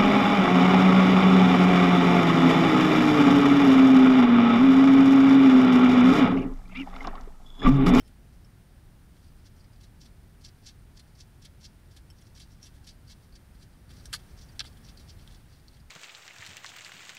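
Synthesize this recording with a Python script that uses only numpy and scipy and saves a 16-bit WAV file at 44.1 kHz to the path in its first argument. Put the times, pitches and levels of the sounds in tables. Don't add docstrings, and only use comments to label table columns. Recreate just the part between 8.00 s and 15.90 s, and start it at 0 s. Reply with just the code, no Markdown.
import sys
import numpy as np
from scipy import signal
from scipy.fft import rfft, irfft
from scipy.io import wavfile

SR = 44100
rng = np.random.default_rng(int(sys.argv[2]) if len(sys.argv) > 2 else 0)


def dump_mix(stems):
    frames = np.atleast_2d(stems).T
    limited = np.clip(frames, -1, 1)
    pcm = np.round(limited * 32767).astype(np.int16)
    wavfile.write(sys.argv[1], SR, pcm)


def gain_from_decibels(decibels):
    exponent = np.asarray(decibels, float) / 20
    return 10 ** exponent


N = 348390

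# (frequency [Hz], width [Hz], level [dB])
CAVITY_MODES = [(1665, 220, 3), (2170, 290, 1.5), (2710, 310, -0.5), (3160, 240, -3.5), (3257, 66, -3.5),
                (3500, 360, 1), (3950, 310, -2), (4200, 190, -2.5), (4620, 290, 2), (4785, 150, -3),
                (5100, 150, -4.5), (5230, 380, -5), (5650, 470, 2.5), (6240, 87, -3.5), (7230, 970, 1.5)]
# (low edge [Hz], high edge [Hz])
SPLINTER_BAND = (6340, 11800)


def chewing():
    s, rise_ms, fall_ms, *power = mouth()
    strength = swells(s, np.array(power), np.maximum(rise_ms, 0.2), np.maximum(fall_ms, 0.5))
    splinter_strength = strength[-1]

    splinters = splinter_strength * fractures(per_s=6300, uneven_db=0)
    splinters = gain_from_decibels(3.5) * filtered(splinters, 2, SPLINTER_BAND, "band")
    splinters = filtered(splinters, 2, 12500)

    sudden = np.zeros(N)
    sudden[np.round(s * SR).astype(int)] = rise_ms < 1.5
    body = ringing(strength, CAVITY_MODES, per_s=2200, uneven_db=5, blows=gain_from_decibels(20) * sudden)
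    body = filtered(body, 3, 7500)

    total_strength = np.sqrt((strength ** 2).sum(axis=0))
    clicks = sudden * (gain_from_decibels(7.5) * total_strength + gain_from_decibels(26) * splinter_strength)
    return body + splinters + filtered(clicks, 3, [2500, 10500], "band")


def mouth():
    return np.hstack([snaps(), grinds(), ticks(), rustles(), smacks(), cracks()])


# (time [s], peak level [dB], fall [ms per 10 dB], mouth centre [Hz])
SNAP_BITES = [(1.8089, -61.5, 17, 4350), (2.0113, -53.5, 25, 5630), (2.4135, -61, 30, 5510),
              (2.4484, -44, 15, 5100), (2.4868, -54.5, 6, 4620), (2.665, -43.5, 20, 5540),
              (2.9728, -52, 6, 5700), (2.9955, -51.5, 9.5, 3880), (3.204, -47.5, 14, 5600),
              (3.4233, -54, 13, 5300), (3.452, -46.5, 10.5, 3500), (3.6119, -56.5, 9.3, 5730),
              (3.9673, -50.5, 12, 3520), (4.3533, -55, 23, 5540), (4.3984, -50.5, 20, 3480),
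              (4.4164, -55, 27, 4680), (4.8735, -47, 12, 5300), (4.872, -53, 8, 3500),
              (4.8894, -49.5, 18, 4620), (5.0986, -56, 15, 4400), (5.358, -52.5, 9, 4670),
              (5.9072, -53, 13, 3300), (5.9657, -56, 10, 5590), (6.1935, -57.5, 14, 3200),
              (6.4136, -52.5, 21, 5600), (6.9959, -56, 28, 4320), (7.3473, -57, 10, 5100),
              (7.5247, -63.5, 34, 4500), (7.7446, -62, 15, 4390)]


def snaps():
    rise_ms, fall_ms = 5.1, column(SNAP_BITES, 2)
    return swarms_of(SNAP_BITES, rise_ms, fall_ms, muffled(SNAP_BITES, -9.5), broad_db=0.5, home_hz=4600)


# (time of the peak [s], peak level [dB], rise [ms per 10 dB], mouth centre [Hz])
GRIND_BITES = [(1.2356, -67, 18, 4570), (1.463, -57, 14, 5200), (1.8386, -56, 10, 4600),
               (2.0577, -57.5, 8, 3800), (2.6454, -62, 22, 4840), (2.6877, -52.5, 8, 3680),
               (3.1907, -60.5, 20, 5730), (3.6496, -46, 15.5, 5350), (3.9195, -61, 12, 5030),
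               (4.1873, -63, 16, 5680), (4.2699, -63.5, 22, 5720), (4.3759, -54, 12, 4220),
               (4.6674, -54.5, 33, 3500), (4.845, -58, 8, 5300), (5.1173, -49.5, 22, 4540),
               (5.2471, -67.5, 62, 4380), (5.6281, -58, 24, 4400), (6.0028, -60.5, 58, 4710),
               (6.0458, -62, 20, 6060), (6.3915, -56.5, 12.5, 5750), (6.5595, -67, 15, 3610),
               (6.8491, -57, 12, 5700), (6.8889, -51.5, 13, 4000), (7.098, -50, 14, 5030),
               (7.1926, -63, 13, 3340), (7.2237, -60.5, 15, 4690), (7.3266, -59.5, 45, 3650),
               (7.5612, -67, 25, 3950)]


def grinds():
    rise_ms, fall_ms = column(GRIND_BITES, 2), 13.7
    return swarms_of(GRIND_BITES, rise_ms, fall_ms, muffled(GRIND_BITES, -10), broad_db=0, home_hz=4500)


# (time [s], peak level [dB], mouth centre [Hz])
CRUMB_TICKS = [(0.0783, -61, 3120), (1.2026, -70, 4590), (1.2434, -67, 4630), (1.7321, -62.5, 4690),
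               (1.7603, -66, 4220), (2.2337, -69, 4860), (2.5845, -67, 3990), (3.154, -63, 4840),
               (3.9448, -65, 4640), (4.2162, -60, 3230), (4.224, -66, 5630), (5.0801, -57, 4900),
               (5.5509, -66, 4350), (5.5998, -66, 4620), (5.7333, -67, 4380), (5.894, -61, 4360),
               (6.2363, -64, 3390), (6.3761, -55, 5660), (6.4718, -65, 5680), (6.5246, -61, 5810),
               (6.7263, -61, 4650), (6.7729, -58, 3260), (7.1252, -63, 4890), (7.213, -65, 4770),
               (7.3596, -64, 4540), (7.4028, -68, 3990), (7.5991, -64, 4720), (7.7336, -60, 4410),
               (7.7698, -62, 3160), (7.8005, -64, 4610)]


def ticks():
    rise_ms, fall_ms = 4.5, 6.7
    return swarms_of(CRUMB_TICKS, rise_ms, fall_ms, muffled(CRUMB_TICKS, -9), broad_db=-8, home_hz=4500)


# (time [s], peak level [dB], mouth centre [Hz])
TONGUE_RUSTLES = [(0.34, -72, 6310), (1.17, -69.5, 3130), (1.265, -69, 4800), (1.3893, -71, 4680),
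                  (1.5674, -68, 6000), (2.96, -67, 4810), (3.0769, -70, 4680), (4.295, -73, 4580),
                  (4.5184, -64, 5760), (4.7552, -65, 3500), (5.935, -66, 4800), (6.30, -65, 5710),
                  (7.5, -68, 4810), (7.63, -75, 3350), (7.715, -72, 3450)]


def rustles():
    rise_ms, fall_ms = 18, 30
    return swarms_of(TONGUE_RUSTLES, rise_ms, fall_ms, muffled(TONGUE_RUSTLES, -9), broad_db=-1.5, home_hz=4600)


# (time [s], peak level [dB], length [ms per 10 dB], mouth centre [Hz])
TONGUE_SMACKS = [(1.2788, -69, 21, 4740), (1.5969, -64, 1, 4810), (1.607, -59, 9, 4760),
                 (1.643, -60, 7, 4900), (4.629, -44, 5, 5700), (4.632, -51, 22, 5650),
                 (5.3242, -61, 5, 4620), (5.3392, -61, 9, 4630), (5.9374, -63, 3.5, 4760),
                 (6.4896, -56.5, 9, 4610), (6.865, -55, 5, 5600), (6.9735, -53, 3.2, 4600),
                 (6.976, -52, 8, 4300), (7.276, -52.5, 2.5, 3370), (7.6762, -67, 4.3, 4600),
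                 (7.682, -53.5, 6, 4330)]


def smacks():
    fall_ms = column(TONGUE_SMACKS, 2)
    rise_ms = 0.4 * fall_ms
    return swarms_of(TONGUE_SMACKS, rise_ms, fall_ms, bright_db=-14, broad_db=-13, home_hz=4500,
                     focus_octaves=0.061)


# (time [s], peak level [dB], rise [ms per 10 dB], fall [ms per 10 dB], mouth centre [Hz])
HARD_CRACKS = [(6.0563, -45.5, .4, 7.4, 6050), (6.1294, -45, .6, 4, 3060), (6.1332, -31.5, 3.2, 3.8, 3100),
               (6.1388, -29.5, 4.7, 5.1, 4300), (6.15, -37, 5.8, 8.9, 4530), (6.161, -45, 6.8, 2.5, 4600),
               (6.5939, -28.5, 0.59, 3.6, 4100), (6.604, -31.5, 1.2, 6.4, 3700),
               (6.643, -54, 4.4, 3.5, 3500), (6.656, -48, 8.6, 7.1, 3680), (6.665, -49, 2.1, 15, 4900)]


def cracks():
    s, peak_db, rise_ms, fall_ms, _ = np.transpose(HARD_CRACKS)
    dry_db, wet_from_s = -4.5, 6.4
    wet_db = -24.5 - 0.77 * (peak_db + 29)
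    bright_db = np.where(s < wet_from_s, dry_db, wet_db)
    return swarms_of(HARD_CRACKS, rise_ms, fall_ms, bright_db, broad_db=-5.5, home_hz=3300)


def muffled(rows, bright_db):
    s, peak_db, centre_hz = np.transpose(rows)[[0, 1, -1]]
    wet_db = -3 * (s > 5.88)
    closing_db = -8.5 * np.log2(centre_hz / 4500)
    depth_db = -0.4 * (np.maximum(peak_db, -58) + 51)
    return bright_db + wet_db + closing_db + depth_db


def swarms_of(rows, rise_ms, fall_ms, bright_db, broad_db, home_hz, focus_octaves=0.11):
    s, peak_db, centre_hz = np.transpose(rows)[[0, 1, -1]]
    ringing_share = shares(centre_hz, broad_db, home_hz, focus_octaves, bright_db)
    splinter_share = gain_from_decibels(bright_db + 0 * s) ** 2
    power = np.vstack([ringing_share, splinter_share]) * gain_from_decibels(peak_db) ** 2
    return np.vstack([s, rise_ms + 0 * s, fall_ms + 0 * s, power])


def shares(centre_hz, broad_db, home_hz, focus_octaves, bright_db):
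    hz, width_hz, level_db = np.transpose(CAVITY_MODES)[:, :, None]
    focus = np.exp(-0.5 * (np.log2(hz / centre_hz) / focus_octaves) ** 2)
    middle_hz = np.sqrt(centre_hz * home_hz)
    broad = np.exp(-0.5 * (np.log2(hz / middle_hz) / 0.42) ** 2)
    broad = broad + gain_from_decibels(np.maximum(bright_db, -18) - 2.5) ** 2
    share = (focus + broad * gain_from_decibels(broad_db) ** 2) * gain_from_decibels(level_db) ** 2
    return share / share.sum(axis=0)


# (time [s], peak level [dB], fall [ms per 10 dB], struck spot [Hz])
DISH_KNOCKS = [
    (6.129, -39, 6, 1300),
    (6.134, -36, 5, 1600),
    (6.141, -29, 1.5, 1530),
    (6.138, -40, 8, 760),
    (6.151, -47, 3, 1700),
    (6.596, -42, 6, 1400),
    (6.606, -34, 5.0, 1050),
    (6.6483, -42, 3.2, 1100),
    (5.907, -53, 8, 2200),
]
# (frequency [Hz], width [Hz], level [dB])
DISH_MODES = [(630, 140, -6.5), (795, 270, -7.5), (1277, 200, -2), (1600, 145, 1), (1990, 120, -4)]


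def knocks():
    s, peak_db, fall_ms, spot_hz = np.transpose(DISH_KNOCKS)
    hz, width_hz, level_db = np.transpose(DISH_MODES)[:, :, None]
    distance_octaves = np.abs(np.log2(hz / spot_hz))
    power = gain_from_decibels(level_db + peak_db - 6.5 - 10 * distance_octaves) ** 2
    strength = swells(s, power, 1.2 + 0 * s, np.maximum(fall_ms, 0.5))
    blows = np.zeros(N)
    blows[np.round(s * SR).astype(int)] = gain_from_decibels(15.5)
    return ringing(strength, DISH_MODES, per_s=4000, uneven_db=4.5, blows=blows)


# (time [s], peak level [dB], lowest mode [dB], second mode [dB], upper modes [dB])
GLAZE_TOUCHES = [
    (0.005, -59.5, 2.5, -6, -5),
    (0.049, -73, -2, 11, -12),
    (0.06, -72, 0.5, 11, -12),
    (0.447, -59, -12, -9, -9),
    (4.102, -53.5, -2, -6, -0.5),
]
# (frequency [Hz], level [dB], decay by 60 dB [s])
GLAZE_MODES = [(3120, 2, 0.021), (5260, -4, 0.04), (5390, 3.5, 0.031), (8000, -7, .035), (10150, -11, .03),
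               (11270, -6, .03)]


def pings():
    out = np.zeros(N)
    for k, (hz, level_db, t60) in enumerate(GLAZE_MODES):
        clicks = np.full(N, 1e-18)
        for s, peak_db, low_db, second_db, upper_db in GLAZE_TOUCHES:
            touch_db = (low_db, second_db, 0, upper_db)[min(k, 3)]
            gain = gain_from_decibels(peak_db + level_db + touch_db)
            clicks[round(s * SR)] += gain
            clicks[round((s + 0.0055) * SR)] += gain * gain_from_decibels(-4.5)
        decay = gain_from_decibels(-60 / (t60 * SR))
        turn = 2 * np.pi * hz / SR
        out += signal.lfilter([0, np.sin(turn)], [1, -2 * decay * np.cos(turn), decay ** 2], clicks)
    return out


# (delay [ms], level [dB])
HOUSE_ECHOES = [(2.3, -11), (4.1, -10), (6.7, -14), (10.5, -15.5)]


def house(x):
    out = x.copy()
    for ms, level_db in HOUSE_ECHOES:
        lag = round(ms * SR / 1000)
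        out[lag:] += gain_from_decibels(level_db) * x[:-lag]
    return out


# (time [s], rumble level [dB], hiss level [dB])
NIGHT_LEVELS = [
    (0, -51.5, -65.5),
    (2.9, -52, -65.5),
    (5.88, -52, -65),
    (5.91, -49, -61.5),
    (6.7, -49, -61.5),
    (7.38, -50.5, -62),
    (7.41, -53, -63.5),
    (7.9, -53.5, -65.5),
]
# (frequency [Hz], level [dB per Hz])
TRAFFIC_SPECTRUM = [(11, -52), (18, -4.5), (43, -1), (97, -4.5), (156, -9.5), (297, -20), (325, -24.5),
                    (362, -21.5), (463, -37.5), (700, -33.5), (910, -34), (1540, -120)]
# (frequency [Hz], level [dB per Hz])
HISS_SPECTRUM = [(210, -17), (350, -2.5), (620, -6), (1000, -8.5), (1600, -7.5), (2500, -13), (3500, -15),
                 (5000, -16), (7000, -21), (8500, -18), (10500, -19), (11700, -20), (13600, -23.5),
                 (14800, -20.5)]
# (frequency [Hz], width [Hz], boost [dB])
WHINE_BANDS = [(9080, 590, 6.8), (12300, 500, 6.5)]


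def night():
    s, rumble_db, hiss_db = np.transpose(NIGHT_LEVELS)
    t = np.arange(N) / SR
    rumble = coloured(TRAFFIC_SPECTRUM)
    hiss = coloured(HISS_SPECTRUM)
    for hz, width_hz, boost_db in WHINE_BANDS:
        whine = resonate(resonate(hiss, hz, width_hz), hz, width_hz)
        hiss = hiss + (gain_from_decibels(boost_db) - 1) * whine
    return gain_from_decibels(np.interp(t, s, rumble_db)) * rumble + gain_from_decibels(np.interp(t, s, hiss_db)) * hiss


def fractures(per_s, uneven_db):
    born = rng.random(N) < per_s / SR
    size = gain_from_decibels(uneven_db * np.minimum(rng.exponential(1, N), 4))
    return rms_one(born * size * rng.choice([-1, 1], N))


def swells(at_s, power, rise_ms, fall_ms):
    out = np.full((len(power), N), 1e-24)
    for k, (s, rise, fall) in enumerate(zip(at_s, rise_ms, fall_ms)):
        start = max(round((s - rise / 200) * SR), 0)
        stop = min(round((s + fall / 200) * SR), N)
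        i = np.arange(start, stop)
        ms = (i / SR - s) * 1000
        out[:, i] += power[:, k:k + 1] * 10 ** np.where(ms < 0, ms / rise, -ms / fall)
    return np.sqrt(out)


def ringing(strength, modes, per_s, uneven_db, blows=0):
    shared = blows + gain_from_decibels(-8) * fractures(900, uneven_db)
    swarms = [gain_from_decibels(-1) * fractures(per_s, uneven_db) for _ in range(3)]
    out = 0
    for k, (hz, width_hz, _) in enumerate(modes):
        struck = strength[k] * (swarms[k % 3] + shared * rng.choice([-1, 1]))
        wide_hz = 1.6 * width_hz
        rung = resonate(resonate(struck, hz, wide_hz), hz, wide_hz)
        out = out + rung * np.sqrt(2 * SR / (np.pi * wide_hz))
    return out


def resonate(x, hz, width_hz):
    r = np.exp(-np.pi * width_hz / SR)
    feedback = [1, -2 * r * np.cos(2 * np.pi * hz / SR), r * r]
    return signal.lfilter([(1 - r * r) / 2, 0, (r * r - 1) / 2], feedback, x)


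def filtered(x, order, hz, kind="low"):
    return signal.sosfilt(signal.butter(order, hz, kind, fs=SR, output="sos"), x)


def coloured(spectrum):
    hz, level_db = np.transpose(spectrum)
    grid_hz = np.arange(N // 2 + 1) * SR / N + 1e-3
    shape = gain_from_decibels(np.interp(np.log(grid_hz), np.log(hz), level_db, left=-99))
    return rms_one(irfft(rfft(rng.standard_normal(N)) * shape, N))


def rms_one(x):
    return x / np.sqrt(np.mean(x ** 2) + 1e-20)


def column(rows, k):
    return np.transpose(rows)[k]


def scene():
    animal = chewing() + knocks() + pings()
    return (house(animal) + night())[None]


def low_pass(x):
    return signal.sosfilt(signal.butter(12, 15730, fs=SR, output="sos"), x)


def record(dry):
    steep = signal.ellip(12, 0.3, 60, 15720, fs=SR, output="sos")
    mix = signal.sosfilt(steep, dry)
    return low_pass(mix)


dry = scene()
out = record(dry)
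dump_mix(out)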